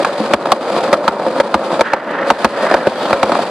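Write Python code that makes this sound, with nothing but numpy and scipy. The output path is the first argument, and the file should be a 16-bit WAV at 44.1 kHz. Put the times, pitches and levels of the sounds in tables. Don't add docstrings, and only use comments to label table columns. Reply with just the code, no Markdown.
import sys
import numpy as np
from scipy import signal
from scipy.fft import rfft, irfft
from scipy.io import wavfile
from scipy.ndimage import uniform_filter1d

SR = 44100
rng = np.random.default_rng(int(sys.argv[2]) if len(sys.argv) > 2 else 0)


def wrap_up_sound(samples):
    columns = np.atleast_2d(samples).T
    tamed = np.clip(columns, -1, 1)
    steps = np.round(tamed * 32767).astype(np.int16)
    wavfile.write(sys.argv[1], SR, steps)


N = 154350

# t/s, level/dB, brightness/(dB per octave), crack/dB, ring length/(factor),
# favoured f/Hz, its lift/dB, deck boom/dB, thump/dB
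JOINT_CLACKS = [(.047, 0.5, 9.5, 1, 0.99, 1280, 2, -2.5, -20),
                (0.3357, 16, 3, -2.5, 0.74, 590, 5.5, 2.5, 23),
                (0.5186, 15.5, -1.5, 2, 0.71, 1105, 14, -7.5, -20),
                (0.9285, 8, -1, -0.5, 1.44, 555, 3.5, 5, -3), (1.0783, 8, 5, -2, 0.85, 900, -1.5, -3, 18),
                (1.3997, 6.5, 3.5, -1.5, 1.19, 950, 3, 9.5, -15),
                (1.5418, 10.5, -1, -4.5, 0.89, 1030, 7, -5, 29),
                (1.8088, 12, 4.5, -2, 0.88, 900, 4.5, 7, -2),
                (1.9337, 12.5, 2.5, -8.5, 0.69, 823, 6.5, 2, 0), (2.3016, 12, 2, -5, 1.1, 895, 2, 3.5, 24),
                (2.4452, 18, 1.5, -4, 0.81, 1080, 1, 0, 24), (2.7406, 14.5, 3, -8.5, 0.74, 675, 3, 1.5, 0),
                (2.8696, 11.5, -4.5, -7.5, 0.68, 565, 6, -1, -18),
                (3.129, 5.5, 7.5, -3.5, .85, 1200, 4, 8, -15), (3.2294, 10, 0, -4, 1, 810, 4, 1, 22)]
# f/Hz, level/dB, t60/s
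DECK_MODES = [(216.5, -21, 0.095), (314, -20.5, 0.064), (543.2, -8.5, 0.037), (683, -6.5, 0.022),
              (802, -10, 0.026), (911, -7, 0.027), (1069, -11, 0.021), (1278, -6.5, 0.015),
              (1700, -12, 0.011), (2396, -21, 0.02)]
# f/Hz, level/(dB per Hz)
RUMBLE_SHAPE = [(20, -18), (80, -59.5), (125, -12), (200, -6), (340, -4), (430, -5.5), (545, 1), (680, -3),
                (800, -6.5), (940, -5.5), (1120, -11), (1300, -11), (2000, -24), (3000, -39.5),
                (6000, -103)]
# f/Hz, level/(dB per Hz)
GRIT_SHAPE = [(100, 8.5), (250, -2.5), (600, -9), (1500, -16), (2000, 0), (2400, 3.5), (2800, -1),
              (3500, 1), (4900, -1), (5500, -10), (8500, -14), (11000, -20.5), (14000, -48)]

LUMP_DB, LUMP_HZ, SWELL_DB, SWELL_HZ = 0.88, 93, 1.5, 34.2
GRAINS_PER_S, GRAIN_SPREAD_DB, GRIT_LUMP_DB, GRIT_SAME = 9000, 2, 1.73, 0.49
HUM_HZ, HUM_WIDTH_HZ, HUM_DB = 553, 42, -7.5
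HUM_DRIFT, HUM_DRIFT_HZ = .05, 6.02
CHATTER_PER_S, CHATTER_SPREAD_DB, CHATTER_CLUMP_DB, CHATTER_DB = 220, 0.5, 2, -7
AHEAD_SAME, ASPHALT_LUMP_DB, ASPHALT_LUMP_HZ = 0.9, 1.84, 110
PIVOT_HZ, FOCUS_OCTAVES = 680, 0.13
CONTACT_S = 0.00091
RATTLE_DB, RATTLE_T60, CRACK_DB, CRACK_T60, CRACK_SAME = -9, 0.063, -14, 0.034, 0.54
SECOND_WHEEL_S, SECOND_WHEEL_DB = .0054, -11.5
PEBBLE_FAVOUR_DB, PEBBLE_CRACK_DB, PEBBLE_TILT_DB = 7.5, -5.5, 7.5
THUMP_HZ, THUMP_DB, THUMP_T60 = 43, -31.5, 0.043
SAG_FROM_HZ, SAG_S, THUMP_RISE_S = 113, 0.027, 0.029
SCRUB_S, SCRUB_WIDTH_S, SCRUB_DB = 3.024, 0.12, -30
LOW_CUT_HZ = 179
WIDEN_S, WIDEN_SHARE = .00501, .33
LIMIT_DB, SQUEEZE, DUCK_S = -6, 0.77, 0.018
HELD_FALL_DB_PER_S = 73.5
CEILING, DC_BLOCK_HZ, EDGE_HZ = 0.93, 55, 14400


def amp(db):
    return 10 ** (np.asarray(db) / 20)


def unit(x):
    return x / np.sqrt(np.mean(x ** 2) + 1e-20)


def curve(table, axis=1):
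    rows = np.array(table)
    return np.interp(np.arange(N) / SR, rows[:, 0], rows[:, axis])


def colour(x, points, size=2048):
    hz, db = np.transpose(points)
    log_bins = np.log(abs(np.fft.fftfreq(size, 1 / SR)) + 1)
    log_gain = np.log(amp(np.interp(log_bins, np.log(hz), db)))
    taps = np.fft.ifft(np.exp(np.conj(signal.hilbert(log_gain)))).real[:size // 2]
    return signal.oaconvolve(np.atleast_2d(x), taps[None], axes=1)[:, :x.shape[-1]]


def wander(hz):
    roll_off = (1 + (np.fft.rfftfreq(N, 1 / SR) / hz) ** 2) ** 2
    return unit(irfft(rfft(rng.standard_normal(N)) / roll_off, N))


def fade(t, t60):
    return amp(-60 * t / t60)


def add(mix, s, sound):
    part = mix[:, round(s * SR):][:, :sound.shape[-1]]
    part += sound[..., :part.shape[1]]


def grains():
    sizes = rng.standard_normal(N) * amp(GRAIN_SPREAD_DB * np.minimum(rng.exponential(1, N), 4))
    return sizes * (rng.random(N) < GRAINS_PER_S / SR)


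def pair(same):
    return np.sqrt(same) * grains() + np.sqrt(1 - same) * np.array([grains(), grains()])


def chatter():
    t = np.arange(SR // 10) / SR
    spread_db = CHATTER_SPREAD_DB * np.minimum(rng.exponential(1, N), 2)
    clump_db = CHATTER_CLUMP_DB * wander(SWELL_HZ)
    knocks = amp(spread_db + clump_db) * (rng.random(N) < CHATTER_PER_S / SR)
    out = np.zeros(N)
    for hz, db, t60 in DECK_MODES:
        ring = amp(db) * fade(t, t60) * np.sin(2 * np.pi * hz * t)
        out += signal.oaconvolve(knocks * rng.uniform(-1.03, 1, N), ring)[:N]
    return unit(out)


def rolling():
    # t/s, rumble level/dB, grit level/dB
    pavement = [(0, -14, -27), (.12, -23, -33.5), (.24, -20, -30), (.41, -15, -32.5), (.6, -16.5, -31),
                (.79, -17, -29), (1.02, -17, -33), (1.17, -20.5, -38.5), (1.29, -17.5, -32),
                (1.46, -17.5, -34.5), (1.75, -18, -31), (2.03, -22, -43), (2.12, -20, -40.5),
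                (2.22, -18, -50), (2.29, -19, -29), (2.66, -17, -30.5), (3.03, -16.5, -30.5),
                (3.35, -16.5, -28.5), (3.5, -24, -34.5)]
    lumps, swell_db = wander(LUMP_HZ), SWELL_DB * wander(SWELL_HZ)
    rumble = unit(colour(grains() * amp(LUMP_DB * lumps + swell_db), RUMBLE_SHAPE))
    phase = 2 * np.pi * np.cumsum(HUM_HZ * (1 + HUM_DRIFT * wander(HUM_DRIFT_HZ))) / SR
    hum = wander(HUM_WIDTH_HZ) * np.cos(phase) + wander(HUM_WIDTH_HZ) * np.sin(phase)
    deck = rumble + amp(HUM_DB) * hum + amp(CHATTER_DB) * chatter()
    grit = unit(colour(pair(GRIT_SAME) * amp(GRIT_LUMP_DB * lumps + swell_db), GRIT_SHAPE))
    return deck * amp(curve(pavement, axis=1)) + grit * amp(curve(pavement, axis=2))


def skater_ahead():
    # t/s, level/dB
    ahead_level = [(0, -33.5), (1.8, -54), (1.85, -14.5), (1.98, -22.5), (2.06, -30), (2.13, -23.5),
                   (2.21, -21.5), (2.3, -27), (2.5, -25.5), (2.72, -19.5), (2.9, -29.5), (3.5, -35.5)]
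    # f/Hz, level/(dB per Hz)
    asphalt_shape = [(100, -30), (700, -0.5), (1200, 18.5), (1550, 19), (1880, 19), (2150, 9), (3000, 2.5),
                     (5000, -11), (12000, -42)]
    lumpy = pair(AHEAD_SAME) * amp(ASPHALT_LUMP_DB * wander(ASPHALT_LUMP_HZ))
    return unit(colour(lumpy, asphalt_shape)) * amp(curve(ahead_level))


def blow(length, focus_hz, focus_db, crack_db, bright_db=0, boom_db=0):
    t = np.arange(SR // 5) / SR
    noise = rng.standard_normal((4, len(t)))
    snap = np.sqrt(CRACK_SAME) * noise[3] + np.sqrt(1 - CRACK_SAME) * noise[:2]

    def near(hz, centre_hz):
        return np.exp(-(np.log2(hz / centre_hz) / FOCUS_OCTAVES) ** 2)

    def favour(hz):
        tilt_db = bright_db * np.clip(np.log2(hz / PIVOT_HZ), -1, 1)
        return tilt_db + focus_db * near(hz, focus_hz) + boom_db * near(hz, HUM_HZ)

    ring = np.zeros(len(t))
    for k, (hz, db, t60) in enumerate(DECK_MODES):
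        mode = fade(t, t60 * length) * np.sin(2 * np.pi * hz * t)
        ring += (-1) ** k * amp(db + favour(hz)) * mode
    rattle_shape = [(hz, db + favour(hz)) for hz, db in RUMBLE_SHAPE]
    rattle = amp(RATTLE_DB) * unit(colour(noise[2], rattle_shape)) * fade(t, RATTLE_T60 * length)
    crack = amp(CRACK_DB + crack_db) * unit(colour(snap, GRIT_SHAPE)) * fade(t, CRACK_T60 * length)
    return (ring + rattle + crack) * (1 - np.exp(-t / CONTACT_S))


def clacks():
    out = np.zeros((2, N))
    for s, db, bright_db, crack_db, length, focus_hz, focus_db, boom_db, _ in JOINT_CLACKS:
        for lag_s, wheel_db in [(0, 0), (SECOND_WHEEL_S, SECOND_WHEEL_DB)]:
            hit = blow(length, focus_hz, focus_db, crack_db, bright_db, boom_db)
            add(out, s + lag_s, amp(db + wheel_db) * hit)
    return out


def thumps():
    out, t = np.zeros((2, N)), np.arange(SR // 5) / SR
    hz = THUMP_HZ + (SAG_FROM_HZ - THUMP_HZ) * np.exp(-t / SAG_S)
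    envelope = np.minimum(t / THUMP_RISE_S, 1) ** 2 * fade(t, THUMP_T60)
    thump = envelope * np.sin(2 * np.pi * np.cumsum(hz) / SR)
    for s, db, *_, thump_db in JOINT_CLACKS:
        add(out, s, amp(THUMP_DB + db + thump_db) * thump)
    return out


def pebble_knocks():
    # t/s, level/dB, favoured f/Hz, ring length/(factor)
    pebbles = [(0.2, -8.5, 213, 1.8), (.309, -4.5, 514, 1), (.4555, 2.5, 750, 1.1), (.469, -1, 726, 0.87),
               (.74, -14, 544, 1.6), (.762, -4, 530, 1.1), (0.9389, 4, 1200, 0.87),
               (1.196, -8.5, 760, 0.89), (1.264, -6.5, 550, 1.8), (1.385, -13.5, 575, 1.8),
               (1.793, -1.5, 540, 1.7), (2.108, -14, 537, 1.2), (2.214, -9, 565, 0.59),
               (2.667, -8, 570, 1.1), (2.7112, 4, 620, 0.95), (2.722, -6.5, 1630, 1),
               (3.106, -0.5, 535, 1.1), (3.293, -3, 525, 1.7), (3.318, 4, 627, 1.22),
               (3.352, -4.5, 1050, 1.2), (3.389, -7, 685, 1.5)]
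    out = np.zeros((2, N))
    for s, db, focus_hz, length in pebbles:
        bright_db = PEBBLE_TILT_DB * np.log2(focus_hz / PIVOT_HZ)
        add(out, s, amp(db) * blow(length, focus_hz, PEBBLE_FAVOUR_DB, PEBBLE_CRACK_DB, bright_db))
    return out


def scrub():
    # f/Hz, level/(dB per Hz)
    scrub_shape = [(1500, -13), (2500, -13), (3100, 4), (4700, -3.5), (5600, -14), (12000, -30)]
    swell = np.exp(-((np.arange(N) / SR - SCRUB_S) / SCRUB_WIDTH_S) ** 2)
    lumpy = pair(GRIT_SAME) * amp(GRIT_LUMP_DB * wander(LUMP_HZ))
    return amp(SCRUB_DB) * swell * unit(colour(lumpy, scrub_shape))


def scene():
    boards = rolling() + skater_ahead() + clacks() + pebble_knocks() + scrub()
    low_cut = signal.butter(2, LOW_CUT_HZ, "highpass", fs=SR, output="sos")
    return signal.sosfilt(low_cut, boards) + thumps()


def record(dry):
    # f/Hz, level/dB
    port_difference = [(100, 2), (400, 0), (1100, 1), (1700, -4.5), (2300, 2.5), (4900, 5.5), (5600, 0),
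                       (8000, -9.5), (13000, -7)]
    left = colour(dry[0], [(hz, db / 2) for hz, db in port_difference])[0]
    right = colour(dry[1], [(hz, -db / 2) for hz, db in port_difference])[0]
    mid, side, t = (left + right) / 2, (left - right) / 2, np.arange(N) / SR
    side = side + WIDEN_SHARE * np.interp(t - WIDEN_S, t, side)
    power = abs(uniform_filter1d(mid ** 2, size=220))
    over_db = np.maximum(10 * np.log10(power + 1e-12) - LIMIT_DB, 0)
    fall_db = HELD_FALL_DB_PER_S * t
    held_db = np.maximum.accumulate(over_db + fall_db) - fall_db
    r = np.exp(-1 / (DUCK_S * SR))
    cut_db = SQUEEZE * signal.lfilter([1 - r], [1, -r], held_db)
    ducked = np.array([mid + side, mid - side]) * amp(-cut_db)
    clipped = ducked / (1 + (ducked / CEILING) ** 8) ** (1 / 8)
    bass_cut = signal.butter(4, DC_BLOCK_HZ, "highpass", fs=SR, output="sos")
    blocked = np.clip(signal.sosfilt(bass_cut, clipped), -1, 1)
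    band_limit = signal.firwin(255, EDGE_HZ, window=("kaiser", 8), fs=SR)
    return signal.oaconvolve(blocked, band_limit[None], "same")


dry = scene()
out = record(dry)
wrap_up_sound(out)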